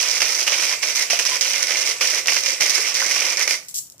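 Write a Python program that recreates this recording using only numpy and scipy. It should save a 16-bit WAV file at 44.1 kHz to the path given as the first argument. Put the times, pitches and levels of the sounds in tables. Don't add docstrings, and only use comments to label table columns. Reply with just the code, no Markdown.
import sys
import numpy as np
from scipy import signal
from scipy.fft import rfft, irfft, next_fast_len
from scipy.io import wavfile
from scipy.ndimage import uniform_filter1d

SR = 44100
rng = np.random.default_rng(int(sys.argv[2]) if len(sys.argv) > 2 else 0)


def gain_from_db(level_db):
    decades = np.asarray(level_db, float) / 20
    return 10 ** decades


def bounce(signal):
    frames = np.transpose(np.atleast_2d(signal))
    limited = np.clip(frames, -1, 1)
    pcm = np.round(limited * 32767).astype(np.int16)
    wavfile.write(sys.argv[1], SR, pcm)


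N = 176400
T = np.arange(N) / SR
SIZE = next_fast_len(N + SR // 2)
HZ = np.arange(SIZE // 2 + 1) * SR / SIZE

HEAP_END_S = 3.56
CLICK_S, TICK_T60_S = .004, .002
CRACK_DB = 11.5


def unit(x):
    return x / np.sqrt(np.sum(x ** 2, axis=-1, keepdims=True))


def highpass(hz):
    return 1j * HZ / (hz + 1j * HZ)


def colour(points):
    hz, db = np.array(points, float).T
    log_gain = np.interp(np.log(HZ + 1), np.log(hz), db) * np.log(10) / 20
    cepstrum = irfft(log_gain, SIZE)
    cepstrum[1:SIZE // 2] *= 2
    cepstrum[SIZE // 2 + 1:] = 0
    return np.exp(rfft(cepstrum))


def pair(length, t60):
    t = np.arange(int(length * SR)) / SR
    bursts = unit(rng.standard_normal((3, len(t))) * 1000. ** (-t / t60))
    shared, left, right = rfft(bursts, SIZE)
    alike = 1 / (1 + (HZ / 804) ** 3)
    return np.sqrt(alike) * shared + np.sqrt(1 - alike) * np.array([left, right])


def clicks(rate, scatter_db):
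    moment, size = rng.random((2, N))
    level_db = np.minimum(-np.log(size + 1e-9), 3) * scatter_db
    x = (moment < rate / SR) * gain_from_db(level_db) * rng.choice([-1, 1], N)
    return x / x.std()


def judder():
    hold = int(SR / 220)
    step = np.tanh(rng.standard_normal(N // 100))
    return gain_from_db(3.5 * uniform_filter1d(np.repeat(step, hold)[:N], hold // 4))


# (frequency [Hz], level [dB])
AIR_COLOUR = [(25, -27), (60, -4), (110, 2), (170, 2.5), (500, -8), (2000, -16.5), (8000, -19.5),
              (16000, -38)]


def air():
    mid, side = rfft(rng.standard_normal((2, SIZE))) * colour(AIR_COLOUR)
    opposite = np.array([[1], [-1]])
    x = irfft(mid + side * highpass(400) ** 2 * opposite, SIZE)[:, :N]
    hum = gain_from_db(-72) * np.sin(2 * np.pi * 122 * T)
    return gain_from_db(-59.5) * x / x.std() + hum


def room():
    low = 1 / (1 + (HZ / 1750) ** 2)
    tail = low * pair(0.43, 0.38) + (1 - low) * pair(0.54, 0.27)
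    return 1 + gain_from_db(-4) * tail * np.exp(-2j * np.pi * HZ * .004)


# (start [s], end [s], level [dB]); end before start = lone click
LANDINGS = [
    (3.563, 3.7, -48),
    (3.684, 3.717, -36.5),
    (3.721, 3.6, -39.5),
    (3.742, 3.795, -24.5),
    (3.804, 3.8, -44),
    (3.9, 3.89, -25),
    (3.92, 3.925, -39),
    (3.962, 3.9, -45.5),
    (3.981, 3.93, -32.5),
    (3.995, 4.005, -39),
]
# (time [s], peak level [dB])
DROPS = [(3.6496, -32), (3.685, -21.5), (3.6884, -27), (3.6914, -23), (3.7446, -17), (3.752, -18),
         (3.7584, -17), (3.7654, -21), (3.7733, -15), (3.7784, -18), (3.783, -14), (3.7874, -14),
         (3.7904, -20), (3.8694, -31), (3.8737, -32.5)]
# (frequency [Hz], level [dB])
HEAP_COLOUR = [(500, -41), (2500, -21.5), (4500, -15), (5700, -10), (8000, 5.5), (11000, 8.5),
               (15000, 10.5)]


def heap(spots=2):
    landing = sum(gain_from_db(db) * (T >= start) * (T < end) for start, end, db in LANDINGS)
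    first = np.zeros(N)
    for start, _, db in LANDINGS:
        first[int(start * SR)] = gain_from_db(db + CRACK_DB)
    for s, db in DROPS:
        first[int(s * SR)] = gain_from_db(db + 12.5)
    screen = (1 - highpass(8800)) ** 2
    out = 0
    for _ in range(spots):
        beads = clicks(4000 / spots, 3.5)
        running = rfft(gain_from_db(-30) * (T < HEAP_END_S) * judder() * beads, SIZE) * screen
        ending = rfft(landing * beads + first, SIZE)
        out = out + (running + ending) * pair(CLICK_S, TICK_T60_S) * room()
    return colour(HEAP_COLOUR) * out


# (time [s], level [dB], pitch [Hz], t60 [s])
KNOCKS = [(0.722, -31, 1030, 0.084), (1.131, -14.5, 670, 0.02), (1.141, -29, 493, 0.012),
          (1.313, -29.5, 1018, 0.2), (1.889, -27, 443, 0.095), (2.48, -30, 527, 0.091),
          (2.792, -25.5, 444, 0.11), (3.02, -15, 980, 0.0087), (3.024, -15, 1500, 0.019),
          (3.061, -20.5, 302, 0.024), (3.944, -46, 615, .02)]


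def knocks():
    x = 0
    for s, db, hz, t60 in KNOCKS:
        ring = np.sin(2 * np.pi * hz * (T - s)) * 1000. ** (-np.abs(T - s) / t60)
        x = x + gain_from_db(db) * (T >= s) * ring
    return rfft(x, SIZE)


def gate(start, end):
    rise_s, lift_s = 0.0073, 0.016
    return np.clip((T - start) / rise_s, 0, 1) * np.exp(-np.maximum(T - end, 0) / lift_s)


# (start [s], end [s], bead level [dB], bowl ring level [dB])
RIDES = [(-.05, 0.174, -19.5, -27.5), (0.2, 0.432, -20.5, -28.5), (0.46, 0.61, -21, -28.5),
         (0.618, 0.734, -19.5, -27.5), (0.816, 0.924, -22, -29), (0.946, 1.036, -18, -29),
         (1.094, 1.16, -30, -33.5), (1.183, 1.225, -25.5, -38), (1.25, 1.359, -19, -27.5),
         (1.411, 1.518, -20.5, -30.5), (1.526, 1.641, -21.5, -29), (1.677, 1.828, -20.5, -26.5),
         (1.848, 1.913, -19.5, -28), (2.01, 2.19, -19.5, -27.5), (2.287, 2.384, -19.5, -31.5),
         (2.422, 2.54, -21.5, -30.5), (2.598, 2.667, -17.5, -25.5), (2.67, 2.914, -22, -28.5),
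         (2.936, 3.067, -20, -27), (3.082, 3.341, -20.5, -26.5), (3.37, 3.431, -22.5, -24.5),
         (3.485, 3.544, -20, -29)]
# (time [s], peak level [dB], bowl ring level [dB], fade [s])
SLAPS = [(.038, -13.5, -3.5, 0.014), (.203, -1.5, -11, 0.0045), (.218, 1, -6.5, 0.0072),
         (.469, -2.5, -9, 0.016), (.52, -4.5, -6, 0.018), (.582, -13, -1.5, 0.021),
         (.829, -2.5, -8.5, 0.011), (.898, -7, -9, 0.0034), (1.1, -1, -13.5, 0.043),
         (1.19, 3, -14.5, 0.018), (1.252, -0.5, -19, 0.0081), (1.41, 4.5, -16, 0.0055),
         (1.628, 3.5, -20, 0.0056), (1.67, -1, -18, .004), (1.706, -5.5, -2.5, 0.011),
         (1.776, -9, -7, 0.011), (2.009, 2, -11, 0.017), (2.072, -2, -26, 0.011), (2.272, 4.5, -17, 0.0035),
         (2.282, -1, -6.5, 0.011), (2.365, 1.5, -7, 0.0036), (2.461, 3.5, -16.5, 0.0054),
         (2.606, 1.5, -13.5, 0.012), (2.619, 0.5, -6.5, 0.0045), (2.696, 2, -32, 0.014),
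         (2.744, -2.5, -22, 0.038), (2.952, 6, -39, 0.0024), (3.425, 6.5, -25, 0.0032),
         (3.476, 4, -9.5, 0.0043), (3.509, 6, -12.5, 0.0031)]
# (time [s], peak level [dB], bowl ring level
# [dB])
FURTHER_SLAPS = [(0.0303, -19, -19), (0.2603, -10, -14), (0.4775, -5.5, -9), (0.6258, -10, -8), (0.694, -7, -15),
                 (0.9512, -18, -15), (0.992, -8, -15), (1.1316, -3, -14), (1.1718, -8.5, -15.5), (1.3029, -12, -18),
                 (1.3678, -12, -15), (1.4199, -7, -16), (1.4535, -8.5, -11.5), (1.5025, -12, -16),
                 (1.5589, -3, -13), (1.8507, -11, -16), (1.873, -4, -12), (1.916, -13, -26), (2.0013, -16, -18),
                 (2.1121, -14, -19), (2.1291, -17, -14), (2.1794, -10, -15), (2.259, -9, -8.5), (2.3211, -6.5, -6),
                 (2.4059, -9, -21), (2.486, -10, -20), (2.5048, -11, -10), (2.5234, -8, -17), (2.7034, -6, -16),
                 (2.7084, -9, -20), (2.759, -9, -7), (2.7784, -3, -9), (2.92, -12, -18), (3.0815, -10, -8),
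                 (3.1106, -9, -8), (3.119, -10, -16), (3.1623, -5.5, -7.5), (3.1921, -9, -6), (3.2067, -7, -17),
                 (3.2203, -9.5, -5), (3.2664, -11, -7), (3.2924, -10, -19), (3.3717, -6.5, -13), (3.3954, -6, -13)]


def chain_force(count):
    rustle = gain_from_db(2 * -37.5) * (T < HEAP_END_S)
    bead = rustle + sum(gain_from_db(2 * db) * gate(start, end) ** 2 for start, end, db, _ in RIDES)
    ring = rustle + sum(gain_from_db(2 * db) * gate(start, end) ** 2 for start, end, _, db in RIDES)
    bead = judder() ** 2 * bead
    boom, ring = judder() ** 2 * ring, judder() ** 2 * ring
    cracks = np.zeros((count, N))
    slap_db, slap_ring_db, tick_db, tick_fade_s = -13, 7.5, 5.5, .003
    further_slaps = [(s, db + tick_db, ring_db, tick_fade_s) for s, db, ring_db in FURTHER_SLAPS]
    for k, (s, db, ring_db, fade) in enumerate(SLAPS + further_slaps):
        i = int(s * SR)
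        slap = gain_from_db(2 * (db + slap_db)) * np.exp(-2 * T[:min(8192, N - i)] / max(fade, .002))
        bead[i:i + 8192] += slap
        ring[i:i + 8192] += slap * gain_from_db(2 * (ring_db + slap_ring_db))
        cracks[k % count, i] = gain_from_db(db + slap_db + CRACK_DB)
    slow = uniform_filter1d((boom + ring) / 2, int(0.013 * SR))
    boom = gain_from_db(-0.5) * np.sqrt(slow + 1e-12)
    return bead, boom, ring, cracks


# (time [s], frequency [Hz])
WALL = [(0.0, 2490), (0.13, 2140), (0.22, 2370), (0.39, 2150), (0.42, 2410), (1.03, 2135), (1.09, 2435),
        (1.56, 2246), (1.91, 2230), (2.01, 2470), (2.09, 2180), (2.27, 2290), (2.85, 2160), (2.9, 2400),
        (3.01, 2070), (3.18, 2325), (3.3, 2235), (3.55, 2210)]


def nearness(places):
    reach_hz = 170
    pitch = np.interp(T, *np.array(WALL).T)
    near = np.exp(-((pitch - places[:, None]) / reach_hz) ** 2)
    return near * np.sqrt(len(places) / np.sum(near ** 2, axis=0))


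# (frequency [Hz], level [dB], t60 [s])
BOWL = [(340, -13.5, 0.038), (475, -14, 0.048), (613, -12.5, 0.063), (761, -20, 0.046), (900, -20, 0.063),
        (1026, -25.5, 0.052), (1210, -10, 0.01), (1515, -12.5, 0.064), (1884, -5, 0.011),
        (2130, 0.5, 0.013), (2327, 0, 0.015), (2462, -1.5, 0.0093), (2770, -4, 0.005), (3110, -8.5, 0.0035)]


def bowl(place):
    f, db, t60 = np.array(BOWL).T[:, :, None]
    t, wall = T[:4096], f > 1700
    tune, share = rng.uniform(-1, 1, (2, len(BOWL), 1))
    hz = f * (1 + 0.029 * tune) * np.where(wall, place / 2250, 1)
    modes = share * gain_from_db(db) / np.sqrt(t60) * np.sin(2 * np.pi * hz * t) * 1000. ** (-t / t60)
    modes = modes / np.sqrt(np.sum(modes.sum(axis=0) ** 2))
    return rfft((modes * ~wall).sum(axis=0), SIZE), rfft((modes * wall).sum(axis=0), SIZE)


def rim(count=8):
    bead, boom, ring, cracks = chain_force(count)
    places = np.linspace(2020, 2600, count)
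    near = nearness(places)
    tails, thin = [room(), room()], highpass(2180) ** 2
    own_share = 0.78
    out = 0
    for crack, place, weight, tail in zip(cracks, places, near, tails * count):
        heard, own, low = (clicks(2400 / count, 3) / np.sqrt(count) for _ in range(3))
        low_modes, wall_modes = bowl(place)
        struck = np.sqrt(ring) * weight * ((1 - own_share) * heard + own_share * own)
        rattle = rfft(heard * np.sqrt(bead) + crack, SIZE) * pair(CLICK_S, TICK_T60_S) * thin
        wall_ring = rfft(struck, SIZE) * wall_modes
        low_ring = rfft(boom * low, SIZE) * low_modes
        out = out + tail * (rattle + wall_ring + low_ring)
    return out


# (frequency [Hz], level [dB])
PORT_LEFT = [(150, -12), (500, 1), (2300, -1), (4000, 0.5), (7500, 1.5), (10000, -3.5), (12000, -12),
             (15000, -10.5)]
# (frequency [Hz], level [dB])
PORT_RIGHT = [(150, -9), (500, 3.5), (2300, 4.5), (4200, 7.5), (5650, 15), (7000, 4), (9000, -12),
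              (15000, -13.5)]


def ports():
    return np.array([colour(PORT_LEFT), colour(PORT_RIGHT)]) * gain_from_db(-2) * highpass(250) ** 2


def scene():
    echo = 1 - gain_from_db(-8.5) * np.exp(-2j * np.pi * HZ * .0064) * (1 - highpass(1800))
    sources = rim() + knocks() * room() + heap()
    return irfft(sources * echo * ports(), SIZE)[:, :N] + air()


def band_limit(x):
    return signal.sosfilt(signal.butter(12, 16300, fs=SR, output="sos"), x)


def record(dry):
    soft = dry / (1 + (dry / .95) ** 4) ** .25
    top_cut = signal.ellip(8, .2, 60, 15150, fs=SR, output="sos")
    mix = signal.sosfilt(top_cut, soft)
    return band_limit(mix)


dry = scene()
out = record(dry)
bounce(out)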